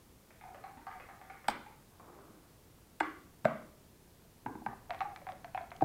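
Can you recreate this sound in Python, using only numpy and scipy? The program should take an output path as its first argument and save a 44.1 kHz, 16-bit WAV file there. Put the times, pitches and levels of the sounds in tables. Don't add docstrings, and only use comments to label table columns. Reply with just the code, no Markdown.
import sys
import numpy as np
from scipy import signal
from scipy.fft import rfft, irfft, next_fast_len
from scipy.io import wavfile
from scipy.ndimage import map_coordinates

SR = 44100
rng = np.random.default_rng(int(sys.argv[2]) if len(sys.argv) > 2 else 0)


def dump(signal):
    limited = np.clip(np.atleast_2d(signal).T, -1, 1)
    pcm = np.round(limited * 32767).astype(np.int16)
    wavfile.write(sys.argv[1], SR, pcm)


def attenuation_scalar(level_db):
    decades = np.asarray(level_db, float) / 20
    return 10 ** decades


N = 257544
SPAN = 8192
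HZ = np.fft.rfftfreq(SPAN, 1 / SR)

# [start_s, level_db]
RUMBLE_LEVEL = [(0.0, -62), (4.49, -62), (4.62, -60), (5.84, -59)]
# [pitch_hz, density_db]
RUMBLE_COLOUR = [(12, -35), (20, -2.5), (27, -13.5), (54, -5.5), (160, -7.5), (306, -13.5), (359, -13),
                 (759, -22), (929, -22), (987, -23.5), (2500, -38.5), (3250, -64.5), (5500, -120)]
# [pitch_hz, density_db]
HISS_COLOUR = [(300, 5.5), (3000, 1.5), (8000, 0), (14500, 0), (15600, -2), (16300, -16), (16500, -87)]
# [start_s, peak_db, air_pitch_hz, wall_db (relative)]
FAR_LANDINGS = [(0.306, -51.5, 666, 1.5), (0.411, -45.5, 781, -7), (0.438, -43.5, 743, -20),
                (0.546, -43.5, 620, -1.5), (0.639, -41, 757, -8.5), (0.773, -49, 880, -5.5),
                (0.868, -35, 760, -11), (0.914, -42, 751, -8.5), (0.999, -42, 570, 7),
                (1.088, -43.5, 770, -9.5), (1.214, -45, 745, -2.5), (1.299, -41.5, 760, -6.5),
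                (1.444, -43.5, 580, 6), (1.662, -47.5, 849, -11.5)]
# [pitch_hz, width_hz, level_db]
WALL_MODES = [(1270, 520, -1), (1760, 410, -10), (1810, 500, -3.5), (2450, 252, 2), (2655, 256, -0.5)]
# [pitch_hz, width_hz, level_db]
TICK_MODES = [(3300, 570, -2.5), (4330, 650, -2), (6300, 4800, -12.5)]
# [pitch_hz, t60_s]
HALL_DECAY = [(100, 0.25), (260, 0.61), (700, 0.47), (1840, 0.42), (4850, 0.55), (10000, 0.25)]
# [pitch_hz, gain_db]
HALL_COLOUR = [(100, 0.5), (300, 8.5), (800, -3.5), (1500, 3.5), (3000, -0.5), (8000, -6)]
# [start_s, peak_db, favoured_hz]
LOW_THUMPS = [(0.773, -49.5, 250), (1.488, -38.5, 234), (2.299, -49, 238), (3.01, -32, 324),
              (3.448, -37.5, 158), (3.454, -28, 201.5), (4.462, -37, 280), (4.468, -43.5, 115),
              (4.553, -40, 250), (4.665, -42.5, 248), (4.682, -46, 115), (5.822, -24, 318),
              (5.828, -31, 115)]
# [pitch_hz, width_hz, level_db]
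TABLE_LOW_MODES = [(80.4, 22, -9), (115, 18, 8), (153.4, 77, 0), (213, 50, -1), (250, 52, -3),
                   (316.4, 16, -0.5), (387, 49, -5.5), (496, 80, -0.5)]
# [start_s, peak_db, ring_pitch_hz, upper_ring_db (relative), edge_db (relative)]
TABLE_KNOCKS = [(1.4826, -15, 839, -18, -12.5), (3.002, -26.5, 850, 4.5, 7),
                (3.0055, -15.5, 842, -12.5, -26.5), (3.446, -31, 980, -17, -25),
                (3.452, -14.5, 653, -17, -29), (4.248, -57, 690, -29, -43), (4.461, -26.5, 885, -19, -58),
                (4.552, -38.5, 890, -21, -45), (4.618, -43, 800, -33, -48), (4.662, -23.5, 880, -17, -37),
                (4.729, -38, 850, -24, -41), (5.821, -15, 770, -36.5, -42)]
# [pitch_hz, width_hz, level_db]
TABLE_UPPER_MODES = [(1184, 89, -2), (1557, 106, 4), (2145, 420, -1.5), (2270, 172, 2.5), (2750, 570, -8.5),
                     (3900, 430, -10.5), (4290, 160, -6), (4930, 1740, -15), (5950, 320, -17),
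                     (7500, 450, -14.5), (8400, 490, -13.5), (9670, 720, -23.5), (12500, 1400, -25)]
# [pitch_hz, density_db]
CLACK_COLOUR = [(240, -39), (400, -9), (587, -26.5), (717, -6.5), (1150, 0), (1280, -10), (1550, -5),
                (4130, -29), (12000, -40), (15600, -72), (22000, -120)]
# [start_s, clatter_db]
BOARD_BOUNCES = [(1.919, -67), (1.998, -57), (2.077, -59), (2.14, -66.5), (2.183, -65.5), (2.28, -66),
                 (2.43, -70.5)]
# [pitch_hz, density_db]
CLATTER_COLOUR = [(290, -42.5), (500, -8), (714, 1), (780, 0), (1060, 0.5), (2500, -24), (3250, -56),
                  (5500, -120)]
# [pitch_hz, density_db]
BODY_COLOUR = [(150, -27), (280, -5), (335, 2.5), (380, -3), (430, 0.5), (600, -24), (1000, -60)]
# [start_s, peak_db, air_pitch_hz, wall_db (relative)]
NEAR_LANDINGS = [(4.895, -40, 679, -19), (4.906, -29, 698.4, -3.5), (4.936, -41, 753, -9),
                 (4.946, -41, 739, -5), (5.006, -26.5, 777.5, -7.5), (5.014, -27, 771, -14.5),
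                 (5.161, -37.5, 793, -4), (5.174, -47.5, 703, -8), (5.217, -49, 556, -10),
                 (5.268, -35, 748, -11), (5.289, -33.5, 751, -9), (5.32, -43, 555, -4.5),
                 (5.445, -38.5, 710, -4), (5.547, -28, 738, -9), (5.576, -28, 735, -10),
                 (5.717, -36, 707, 0), (5.809, -29.5, 776, -15)]
# [start_s, level_db (relative)]
DICE_CLINKS = [(4.906, -29.5), (4.946, -40.5), (4.991, -41), (5.006, -35), (5.161, -33), (5.32, -35),
               (5.445, -38), (5.546, -41), (5.615, -44), (5.706, -42), (5.764, -37)]

REPEAT_DULL_DB, REPEAT_SCATTER = -8, .12
REPEAT_GRIP = 0.39
SWELL_S = .002
AIR_DAMPS = .5
WALL_WANDER = .02
TICK_DB = -12.5
CLACK_DB, CLACK_GROWS = -1.5, .4
CLATTER_T60_S, BODY_T60_S, BODY_DB = 0.48, 0.57, -7


def unit(x):
    return x / np.sqrt(np.mean(x ** 2) + 1e-20)


def along(points, hz):
    f, v = np.transpose(points)
    return np.interp(np.log(hz + 1), np.log(f + 1), v)


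def curve(rows):
    s, db = np.transpose(rows)
    return attenuation_scalar(np.interp(np.arange(N) / SR, s, db))


def coloured(x, points):
    m = next_fast_len(len(x) + SPAN)
    gain = attenuation_scalar(along(points, np.fft.rfftfreq(m, 1 / SR)))
    return irfft(rfft(x, m) * gain, m)[:len(x)]


def wobble(rate):
    knots = rng.standard_normal(int(N * rate / SR) + 4)
    return map_coordinates(knots, [np.arange(N) * rate / SR])


def modes(table, scatter_db):
    ring = 0
    for k, (c, width, db) in enumerate(table):
        strength = (-1) ** k * attenuation_scalar(db + scatter_db * rng.standard_normal())
        ring = ring + strength * 1j * HZ * width / (c * c - HZ * HZ + 1j * HZ * width)
    return ring / np.abs(irfft(ring, SPAN)).max()


def dull(corner_hz, steep):
    return (1 + 1j * HZ / corner_hz) ** -np.clip(steep, 0, 8)


def delayed(delay_s):
    return np.exp(-2j * np.pi * HZ * delay_s)


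def add(track, s, db, spectrum):
    blow = irfft(spectrum, SPAN)
    track[round(s * SR):][:SPAN] += attenuation_scalar(db) * blow / np.abs(blow).max()


def ventilation():
    swell = attenuation_scalar(0.2 * wobble(2.86) + 0.23 * wobble(6.4))
    return curve(RUMBLE_LEVEL) * swell * unit(coloured(rng.standard_normal(N), RUMBLE_COLOUR))


def microphone_hiss():
    return attenuation_scalar(-67.5) * unit(coloured(rng.standard_normal(N), HISS_COLOUR))


def with_repeats(landings, gap_s, loss_db, count=3):
    rows = []
    next_starts = [row[0] for row in landings[1:]] + [N / SR]
    for (s, db, air_hz, wall_db), next_s in zip(landings, next_starts):
        rows.append((s, db, air_hz, wall_db))
        chance = rng.standard_normal((count, 2))
        repeats = s + np.cumsum(gap_s * np.exp(REPEAT_SCATTER * chance[:, 0]))
        repeat_loss_db = loss_db + REPEAT_GRIP * wall_db
        for k, repeat_s in enumerate(repeats):
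            if repeat_s < next_s - .01:
                repeat_hz = air_hz * (1 + 0.037 * chance[k, 1])
                rows.append((repeat_s, db - repeat_loss_db * (k + 1), repeat_hz, wall_db + REPEAT_DULL_DB))
    return rows


def chatter(length_s):
    t = np.arange(SPAN) / SR
    burst = rng.standard_normal(SPAN) * t * np.exp(-t / length_s)
    return rfft(burst / np.linalg.norm(burst))


def tick():
    bright = modes(TICK_MODES, scatter_db=3.5) * (1 - dull(2300, 0.98))
    return bright * dull(6500, 5.3) * chatter(0.00035)


def cup(hits, width_hz, body_db, click_db, wall_pitch):
    track = np.zeros(N + SPAN)
    top_hz = 3100 * wall_pitch
    for s, db, air_hz, wall_db in hits:
        air_width_hz = width_hz * attenuation_scalar(AIR_DAMPS * wall_db)
        air = modes([(air_hz, air_width_hz, 0), (1.416 * air_hz, 250, body_db)], scatter_db=2.5)
        air = air * dull(984, 2.64) * (1 + delayed(np.round(SWELL_S * air_hz) / air_hz))
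        this_wall = [(c * wall_pitch * (1 + WALL_WANDER * rng.standard_normal()), width, level)
                     for c, width, level in WALL_MODES]
        lowpass = 1 / (1 + 1.4j * HZ / top_hz - (HZ / top_hz) ** 2) ** 2
        wall = modes(this_wall, scatter_db=1.8) * lowpass
        add(track, s, db, air + attenuation_scalar(wall_db + click_db) * (wall + attenuation_scalar(TICK_DB) * tick()))
    return track[:N]


def early(x, level_db, count=40, reach_s=0.016, step=4096):
    out = np.zeros(N + step + SR // 20)
    for start in range(0, N, step):
        taps = np.zeros(SR // 20)
        delay = rng.uniform(0.00206, .045, count)
        taps[(SR * delay).astype(int)] = np.exp(-delay / reach_s) * rng.choice([-1, 1], count)
        copies = signal.fftconvolve(x[start:start + step], taps / np.linalg.norm(taps))
        out[start:start + len(copies)] += copies
    return x + attenuation_scalar(level_db) * out[:N]


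def hall(x, rise_s=0.023, step=4096):
    out = np.zeros(N + SR + step)
    for start in range(0, N, step):
        hz, t, z = signal.stft(rng.standard_normal(SR * 3 // 4), SR, nperseg=256)
        decay = attenuation_scalar(-60 * t / along(HALL_DECAY, hz)[:, None])
        swell = 1 - np.exp(-(t / rise_s) ** 2)
        tail = signal.istft(z * decay * swell, SR, nperseg=256)[1]
        wet = signal.fftconvolve(x[start:start + step], tail / np.linalg.norm(tail))
        out[start:start + len(wet)] += wet
    return coloured(out[:N], HALL_COLOUR)


def thumps(spread=0.28):
    track = np.zeros(N + SPAN)
    for s, db, near_hz in LOW_THUMPS:
        struck = [(c, width, level - 6 * (np.log(c / near_hz) / spread) ** 2)
                  for c, width, level in TABLE_LOW_MODES]
        add(track, s - .003, db, modes(struck, scatter_db=4.0) * dull(880, 5.35))
    return track[:N]


def knocks(travel_s=0.004078):
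    table, air = np.zeros((2, N + SPAN))
    late = travel_s * (2 * np.sqrt(800 * HZ) - 0.177 * HZ)
    for s, db, ring_hz, upper_db, edge_db in TABLE_KNOCKS:
        ring = modes([(0.928 * ring_hz, 130, 0), (1.081 * ring_hz, 130, -1)], scatter_db=0.18)
        ring = ring * dull(3040, 1.3)
        upper = modes(TABLE_UPPER_MODES, scatter_db=0.5)
        mid = attenuation_scalar(upper_db + 22.5) * upper * dull(2960, 5.73)
        edge = attenuation_scalar(edge_db + 11.0) * upper * (1 - dull(1590, 2.3)) ** 2 * chatter(0.0013)
        add(table, s - .0015, db - 0.5, (ring + mid + edge) * np.exp(-2j * np.pi * late))
        hardness = dull(1300, -(edge_db + 26) / 5.7)
        clack = attenuation_scalar(along(CLACK_COLOUR, HZ)) * hardness * delayed(0.003132)
        add(air, s, db + CLACK_DB + CLACK_GROWS * upper_db, clack)
    return table[:N], air[:N]


def after_bounces(t60):
    t = np.arange(N) / SR
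    return sum(attenuation_scalar(db - 60 * np.abs(t - s) / t60) * (t > s) for s, db in BOARD_BOUNCES)


def tumble():
    contacts = (rng.random(N) < 900 / SR) * attenuation_scalar(2.6 * rng.standard_normal(N))
    clatter = unit(coloured(contacts, CLATTER_COLOUR)) * after_bounces(CLATTER_T60_S)
    body = unit(coloured(contacts, BODY_COLOUR)) * after_bounces(BODY_T60_S)
    return clatter + attenuation_scalar(BODY_DB) * body


def clinks():
    track = np.zeros(N + SPAN)
    for s, db in DICE_CLINKS:
        add(track, s, db - 9, tick())
    return track[:N]


def scene():
    far_hits = with_repeats(FAR_LANDINGS, gap_s=.042, loss_db=13.5, count=2)
    far = cup(far_hits, width_hz=98, body_db=-7.5, click_db=8, wall_pitch=0.91)
    far = early(far, level_db=2.0, reach_s=0.023)
    low = thumps()
    top, clack = knocks()
    table = early(top, level_db=-8.0)
    board = tumble()
    near_hits = with_repeats(NEAR_LANDINGS, gap_s=.034, loss_db=13.5)
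    near = cup(near_hits, width_hz=51, body_db=-13, click_db=9.5, wall_pitch=0.94)
    near = early(near, level_db=-5.0)
    dice = clinks()
    to_hall = attenuation_scalar(-4) * far + attenuation_scalar(-12) * low + attenuation_scalar(-14.5) * table + clack
    to_hall = to_hall + attenuation_scalar(-5.5) * board + attenuation_scalar(-12.5) * near + attenuation_scalar(-13) * dice
    direct = far + low + table + board + near + dice
    return (direct + hall(to_hall) + ventilation())[None]


def roll_off(x):
    return signal.sosfilt(signal.butter(12, 16370, fs=SR, output="sos"), x)


def record(dry):
    mix = dry + microphone_hiss()
    return roll_off(mix)


dry = scene()
out = record(dry)
dump(out)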